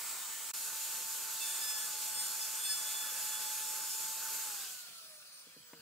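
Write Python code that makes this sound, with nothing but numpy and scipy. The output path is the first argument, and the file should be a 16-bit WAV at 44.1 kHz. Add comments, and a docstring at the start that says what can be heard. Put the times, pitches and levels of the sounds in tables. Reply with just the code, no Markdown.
"""A plunge router held at full speed whines over the rush of its cooling fan; the whole sound drops out
briefly, then it runs seated on the wood. Pushed into a softwood frame to cut a notch, its two-flute bit squeals
in overtones locked to the spindle. Switched off, it is lifted away: exhaust gusts over the notch and the tones
fall as drag and friction slow it. A thin falling whistle is left, then two bumps and a knock of ringing modes
set it down in a quiet yard."""
import sys
import numpy as np
from scipy import signal
from scipy.fft import rfft, irfft, next_fast_len
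from scipy.io import wavfile
from scipy.ndimage import uniform_filter1d, map_coordinates

SR = 44100
rng = np.random.default_rng(int(sys.argv[2]) if len(sys.argv) > 2 else 0)


def bounce(signal):
    """Save signal as a 16-bit WAV file at the path given by the first command-line argument."""
    frames = np.transpose(np.atleast_2d(signal))
    limited = np.clip(frames, -1, 1)
    pcm = np.round(limited * 32767).astype(np.int16)
    wavfile.write(sys.argv[1], SR, pcm)


N = 256215
TOUCH_S, CLEAR_S = 1.4, 4.07  # the bit starts to touch the wood, and starts to let go


def amp(db):
    """Decibels to linear gain."""
    return 10 ** (np.asarray(db) / 20)


def unit(x):
    """Scale to an rms of 1."""
    return x / np.sqrt(np.mean(x ** 2) + 1e-20)


def along(points, hz):
    """Read (frequency [Hz], value) points on a log frequency axis."""
    f, v = np.transpose(points)
    return np.interp(np.log(hz + 1), np.log(f + 1), v)


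def curves(rows):
    """One value per sample for each column after the time."""
    s, *cols = np.transpose(rows)
    return [np.interp(np.arange(N) / SR, s, c) for c in cols]


def wobble(rate):
    """A smooth random curve with rate knots a second."""
    knots = rng.standard_normal(int(N * rate / SR) + 4)
    return map_coordinates(knots, [np.arange(N) * rate / SR])


def filtered(x, response):
    """Shape the spectrum of x by a response of frequency."""
    m = next_fast_len(N + SR // 4)
    return irfft(rfft(x, m) * response(np.fft.rfftfreq(m, 1 / SR)), m)[..., :N]


def swells(resonances, hz):
    """Gain in dB at a frequency from (centre [Hz], width [Hz], gain [dB]) resonances."""
    return sum(db / (1 + (2 * (hz - centre) / width) ** 2) for centre, width, db in resonances)


def rush(spectrum, resonances=(), patchy_db=1):
    """Turbulent stereo noise of rms 1, with patches of random gain in time and frequency."""
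    # likeness of left and right: (frequency [Hz], correlation [0-1])
    likeness = [(150, .992), (300, .968), (650, .92), (1400, .66), (2500, .85), (5000, .36), (8000, .33),
                (14000, .42)]
    z = signal.stft(rng.standard_normal((2, N)), nperseg=512)[2]
    field = uniform_filter1d(rng.standard_normal(z.shape[1:]), size=5, axis=0)
    field = uniform_filter1d(field, size=14, axis=1)
    pair = signal.istft(z * amp(patchy_db * unit(field)), nperseg=512)[1][:, :N]

    def mid_side(hz):
        turn = np.arccos(np.clip(along(likeness, hz), 0, 1)) / 2
        colour = amp(along(spectrum, hz) + swells(resonances, hz))
        return colour * [np.cos(turn), np.sin(turn)]

    mid, side = filtered(pair, mid_side)
    return unit(np.array([mid + side, mid - side]))


def tone(turns, db, order, flutter_db, lead=0, blur=0.11):
    """A sine at order times the spindle rate, with fluttering level, blurred phase and a drifting stereo lead."""
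    phase = 2 * np.pi * order * turns + blur * wobble(120)
    # the left channel runs ahead by about lead radians
    sides = np.array([[.5], [-.5]]) * (lead + 0.27 * wobble(4.86))
    flutter = amp(flutter_db * (.8 * wobble(45) + .6 * wobble(14)))
    audible = order * np.gradient(turns) < .5  # mute anything above half the sample rate
    return amp(db) * audible * unit(flutter * np.sin(phase + sides))


def gate(start, end):
    """Grip, hold and release of a contact between bit and wood."""
    grip_s, release_s = 0.009, 0.042
    t = np.arange(N) / SR
    return np.clip((t - start) / grip_s, 0, 1) * np.clip(1 - (t - end) / release_s, 0, 1)


def whereabouts():
    """Shares of the three places: held above the work, seated on it, carried away."""
    # where the machine is: (time [s], seated [0-1], carried away [0-1])
    place = [(.51, 0.08, 0), (.54, 0.97, 0), (4.42, 1, 0), (4.62, 0.8, 0.07), (4.78, 0.42, 0.58),
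             (4.97, 0, 0.9), (5.1, 0, 1)]
    seated, away = np.clip(curves(place), 0, 1)
    shares = np.array([np.clip(1 - seated - away, 0, 1), seated, away])
    return shares / shares.sum(axis=0)


def spindle():
    """Turns per second: driven until the switch-off, then braked by air drag and bearing friction."""
    # speed under power, sagging under load: (time [s], speed [turns/s])
    powered = [(0.0, 443.8), (0.5, 444.2), (0.55, 441.1), (1.3, 440.9), (1.42, 441.7), (1.6, 438.0),
               (1.8, 431.2), (1.9, 430.1), (2.3, 433.6), (2.6, 437.2), (2.7, 433.3), (2.8, 431.8),
               (3.0, 432.9), (3.3, 431.0), (3.6, 431.5), (3.8, 433.5), (4.05, 438.5), (4.42, 441.7)]
    off_s, air_drag, friction = 4.424, .00091, 59  # s, per turn, turns/s lost each second
    driven, = curves(powered)
    coast_s = np.maximum(np.arange(N) / SR - off_s, 0)
    even = np.sqrt(friction / air_drag)  # the speed at which both brake equally
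    return even * np.tan(np.arctan(driven / even) - air_drag * even * coast_s)


def yard():
    """The quiet yard: a faint bed of patchy, mostly low noise."""
    # colour of the yard: (frequency [Hz], relative density [dB])
    yard_colour = [(30, -35), (70, -9), (150, 3), (300, -4.5), (800, -4), (4000, -22), (15000, -25)]
    return amp(-78.5) * rush(yard_colour, patchy_db=4.0)


def knocks():
    """Each set-down contact is a short noise clack ringing the same modes; soft ones keep only the low end."""
    # contacts: (time [s], gain [dB], upper band edge [Hz])
    contacts = [(5.467, -58.5, 504), (5.564, -55, 472), (5.732, -50.5, 2500)]
    # ringing modes: (frequency [Hz], relative level [dB], t60 [s])
    modes = [(166, -7, 0.14), (243.7, -7, 0.071), (311.7, -8, 0.14), (465, -0.5, 0.044), (640, 2.5, 0.032),
             (977, -4, .035), (1510, -17, .05), (2080, -0.5, .03)]
    out, t = np.zeros(N + SR), np.arange(SR // 3) / SR
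    for s, db, bright_hz in contacts:
        ring = 0
        for hz, mode_db, t60 in modes:
            ring = ring + amp(mode_db - 60 * t / t60) * np.sin(2 * np.pi * (hz * t + rng.random()))
        clack = amp(7.0 - 60 * t / 0.059) * rng.standard_normal(len(t))  # t60 of 59 ms
        softness = signal.butter(4, [130, bright_hz], "bandpass", fs=SR, output="sos")
        out[round(s * SR):][:len(t)] += amp(db) * signal.sosfilt(softness, ring + clack)
    return out[:N]


def sweep():
    """A short gust of exhaust hisses over the edges of the fresh notch as the machine lifts."""
    # gust: (time [s], level [dB])
    gust = [(4.4, -82), (4.55, -52.5), (4.65, -45.5), (4.73, -50.5), (4.9, -60.5), (5.1, -66)]
    # colour of the notch edges: (frequency [Hz], relative density [dB])
    notch = [(1800, -36), (2500, -7.5), (3100, -1), (3700, -4.5), (4400, 1), (6000, -7), (12000, -17)]
    gust_db, = curves(gust)
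    return amp(gust_db) * rush(notch, patchy_db=4.5)


def rotor(turns):
    """As the air dies down, the slotted rotor is left whistling at 32 and 64 times the spindle rate."""
    # lower whistle: (time [s], level [dB])
    whistle_levels = [(4.85, -82), (4.96, -67), (5.1, -59), (5.2, -66), (5.35, -66), (5.81, -72)]
    whistle_db, = curves(whistle_levels)
    whistle = tone(turns, whistle_db, order=32, flutter_db=4, lead=1.1, blur=0.55)
    whistle += tone(turns, whistle_db + 7, order=64, flutter_db=3.5, lead=1.2, blur=.7)
    return whistle


def fan(speed, shares):
    """Vent air roars and hisses, dying down with the speed; its colour follows where the machine is held."""
    # air colour held above the work, seated and carried away: (frequency [Hz], relative density [dB])
    lifted = [(40, -56), (170, -18), (660, -10), (800, -5), (1460, 0), (1660, -6), (2590, -6), (3810, -6),
              (6430, -5.5), (6650, 0), (8010, 2.5), (9010, -4), (12360, -8), (15500, -3.5)]
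    seated = [(40, -47.5), (140, -20), (330, -22.5), (770, -15.5), (1510, -5), (1850, -14), (3160, -9.5),
              (5900, -4.5), (7100, -1), (8290, -0.1), (8950, -4.5), (12260, -5), (13110, -1.5),
              (15500, -10.5)]
    carried = [(40, -38), (160, -14), (370, -23), (610, -13.5), (930, -16), (1380, -5.5), (1950, -9.5),
               (2420, -2.5), (3350, -8), (4410, 1.5), (6830, -5.5), (9350, -5), (12150, -7), (15500, -6.5)]
    # the table's echo thins one band while held above it: (centre [Hz], width [Hz], gain [dB])
    table_dip = [(2750, 200, -6)]
    # space between motor, base plate and wood: (centre [Hz], width [Hz], gain [dB])
    cavity = [(468, 300, 5), (1070, 74, 2), (1510, 140, 1.9), (2635, 350, 5), (4410, 460, 2.5),
              (5880, 190, 1.2), (6960, 430, 4.5)]
    # base levels at starting speed: (above the work [dB], seated [dB], carried away [dB])
    roar_levels = (-54.5, -54.5, -66)
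    hiss_levels = (-40.5, -38.5, -47)
    # the air swells a little as the tool is worked: (time [s], gain [dB])
    air_swell = [(0, 1), (.7, -.5), (.9, .4), (1.03, -.6), (1.33, -0.4), (1.47, 1.3), (1.95, 0.5),
                 (2.15, .7), (2.5, 0.5), (2.95, 0.6), (3.35, 1.1), (3.6, 0.5), (4.2, 0), (4.35, .7),
                 (4.5, 0)]
    roar_power, hiss_power = .3, 2.11  # roar and hiss amplitude follow the speed to these powers
    speed_db = 20 * np.log10(speed / speed[0])
    swell_db, = curves(air_swell)
    roar_db = np.dot(roar_levels, shares) + roar_power * speed_db + swell_db
    hiss_db = np.dot(hiss_levels, shares) + hiss_power * speed_db + swell_db
    # carried away, the air reaches the left channel 0.12 ms before the right
    from_left = lambda hz: np.exp(np.array([[1j], [-1j]]) * np.pi * hz * 0.00012)
    airs = [rush(lifted, table_dip, patchy_db=1.5),
            rush(seated, cavity, patchy_db=1.27),
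            filtered(rush(carried, patchy_db=2.5), from_left)]
    roar = hiss = 0
    for share, air in zip(shares, airs):
        low = filtered(air, lambda hz: hz < 2000)
        roar = roar + np.sqrt(share) * unit(low)
        hiss = hiss + np.sqrt(share) * unit(air - low)
    return amp(roar_db + 0.87 * wobble(16)) * roar + amp(hiss_db + 0.54 * wobble(28.1)) * hiss


def bit(turns, speed, shares):
    """Two flutes beat the air twice a turn; the falling tones swell as they pass the housing's resonances."""
    # flute tone before the housing's gain: (time [s], level [dB])
    flute = [(0, -64), (.5, -65.5), (.7, -61), (1.55, -59), (1.8, -61.5), (2.08, -55.5), (2.33, -61),
             (2.56, -57), (2.65, -65.5), (2.97, -59), (3.5, -55), (3.84, -57), (3.91, -64), (3.97, -56.5),
             (4.5, -57.5), (4.6, -66), (4.8, -79), (5.5, -82.5)]
    # housing resonances: (centre [Hz], width [Hz], gain [dB])
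    housing = [(461, 16, 16), (625, 30, 13), (1310, 65, 8), (1450, 270, 13.5)]
    # octave before the housing's gain: (above the work [dB], seated [dB], carried away [dB])
    octave_levels = (-63, -69, -83)
    flute_db, = curves(flute)
    sound = tone(turns, flute_db + swells(housing, 2 * speed), order=2, flutter_db=1.3, lead=-.3)
    octave_db = np.dot(octave_levels, shares) + swells(housing, 4 * speed)
    free = 1 - gate(TOUCH_S, CLEAR_S)
    sound += free * tone(turns, octave_db, order=4, flutter_db=2, lead=-.8)
    sound += tone(turns, flute_db - 7.0, order=10, flutter_db=4.0)
    return sound


def cutting(turns):
    """Flutes strike the wood in step with the spindle; each push raises their overtones above light rubbing."""
    # light rubbing: (octave [dB], bite [dB], chatter [dB], squeal [dB], shriek [dB])
    rub = (-70.5, -61.5, -57, -56, -64)
    # pushes, with levels at mid-push for 2, 4, 6, 10 and 12 times the flute rate:
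    # (time [s], length [s], octave [dB], bite [dB], chatter [dB], squeal [dB], shriek [dB],
    #  chatter's lead at left [rad])
    pushes = [(1.407, .05, -63, -46.5, -49, -47, -59, 1.4), (1.47, 0.13, -57.5, -54, -60, -45.5, -56, 3.3),
              (1.61, 0.17, -51, -49.5, -45.5, -46, -57, 4.7), (1.78, .08, -56, -52.5, -52, -46.5, -65, 2.8),
              (2.14, 0.16, -73, -54.5, -47, -45, -61, 3.5), (2.402, 0.065, -61, -56.5, -49, -53, -60, 3.5),
              (2.566, .05, -70, -54, -53, -47, -60, 3.3), (2.63, 0.048, -64, -48.5, -44, -43.5, -67, 4.3),
              (2.685, 0.048, -52, -46, -39.5, -42.5, -47, 4.3),
              (2.75, 0.22, -61, -52.5, -53, -48.5, -55, 3.4),
              (2.937, .15, -56.5, -48.5, -54, -61, -50.5, 3.7), (3.12, .19, -59, -56.5, -57, -57, -65, 3.8),
              (3.312, 0.21, -62, -53, -59, -57, -61, 4.8), (3.537, .09, -60, -60, -62, -58, -47, .4),
              (3.888, .05, -71, -60, -47, -46, -57, 2.6), (3.98, .07, -69, -65, -55, -58, -58, 2.7)]
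    # the bit catches and one more overtone rings:
    # (time [s], half length [s], multiple of the flute rate, level [dB])
    catches = [(1.428, 0.026, 3, -52), (2.1, 0.32, 5, -62), (2.665, 0.024, 3, -51.5),
               (2.695, 0.047, 5, -47), (3.547, .06, 5, -62)]
    ease_db_per_s = 12  # a push eases as the wood gives way
    t = np.arange(N) / SR
    level = amp(rub)[:, None] * np.ones(N)
    for s, length, *overtones_db, _ in pushes:
        from_middle_s = np.clip(t - s - length / 2, -length, length)
        push = gate(s, s + length) * amp(-ease_db_per_s * from_middle_s)
        level = np.maximum(level, amp(overtones_db)[:, None] * push)
    octave_db, bite_db, chatter_db, squeal_db, shriek_db = 20 * np.log10(level)
    chatter_lead, = curves([(s + length / 2, lead) for s, length, *_, lead in pushes])
    sound = tone(turns, octave_db, order=4, flutter_db=2.6, lead=-1.03)
    sound += tone(turns, bite_db, order=8, flutter_db=2.0, lead=0.45)
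    sound += tone(turns, chatter_db, order=12, flutter_db=2.5, lead=chatter_lead)
    sound += tone(turns, squeal_db, order=20, flutter_db=2.7)
    sound += tone(turns, squeal_db - 7, order=16, flutter_db=4, lead=0.59)
    sound += tone(turns, squeal_db - 12, order=28, flutter_db=4, lead=-.8)
    sound += tone(turns, shriek_db, order=24, flutter_db=2, lead=-1.3)
    for s, half_length, multiple, db in catches:
        swell = np.exp(-((t - s) / half_length) ** 4)
        sound += swell * tone(turns, db, order=2 * multiple, flutter_db=2.5)
    return gate(TOUCH_S, CLEAR_S) * sound


def scene():
    """One spindle drives the air and every tone; the whole level dips briefly near the start."""
    # brief dip of the whole sound: (time [s], gain [dB])
    dip = [(.514, 0), (.516, -15), (.523, -26), (.527, -45), (.532, -34), (.535, -14), (.538, 0)]
    speed, shares = spindle(), whereabouts()
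    turns = np.cumsum(speed * (1 + .0004 * wobble(18))) / SR  # with slight random speed jitter
    router = fan(speed, shares) + bit(turns, speed, shares) + cutting(turns) + rotor(turns) + sweep()
    sound = router + knocks() + yard()
    dip_db, = curves(dip)
    return sound * amp(dip_db)


def record(dry):
    """Left and right differ a little in colour and keep nothing above the band limit."""
    # left over right: (frequency [Hz], level difference [dB])
    balance = [(400, 0), (700, .5), (1300, -1.3), (2400, -.2), (4400, 1.3), (8100, -.6), (15000, -3.6)]
    top_hz = 15720
    sides = np.array([[.5], [-.5]])
    return filtered(dry, lambda hz: amp(sides * along(balance, hz)) * (hz < top_hz))


dry = scene()
out = record(dry)
bounce(out)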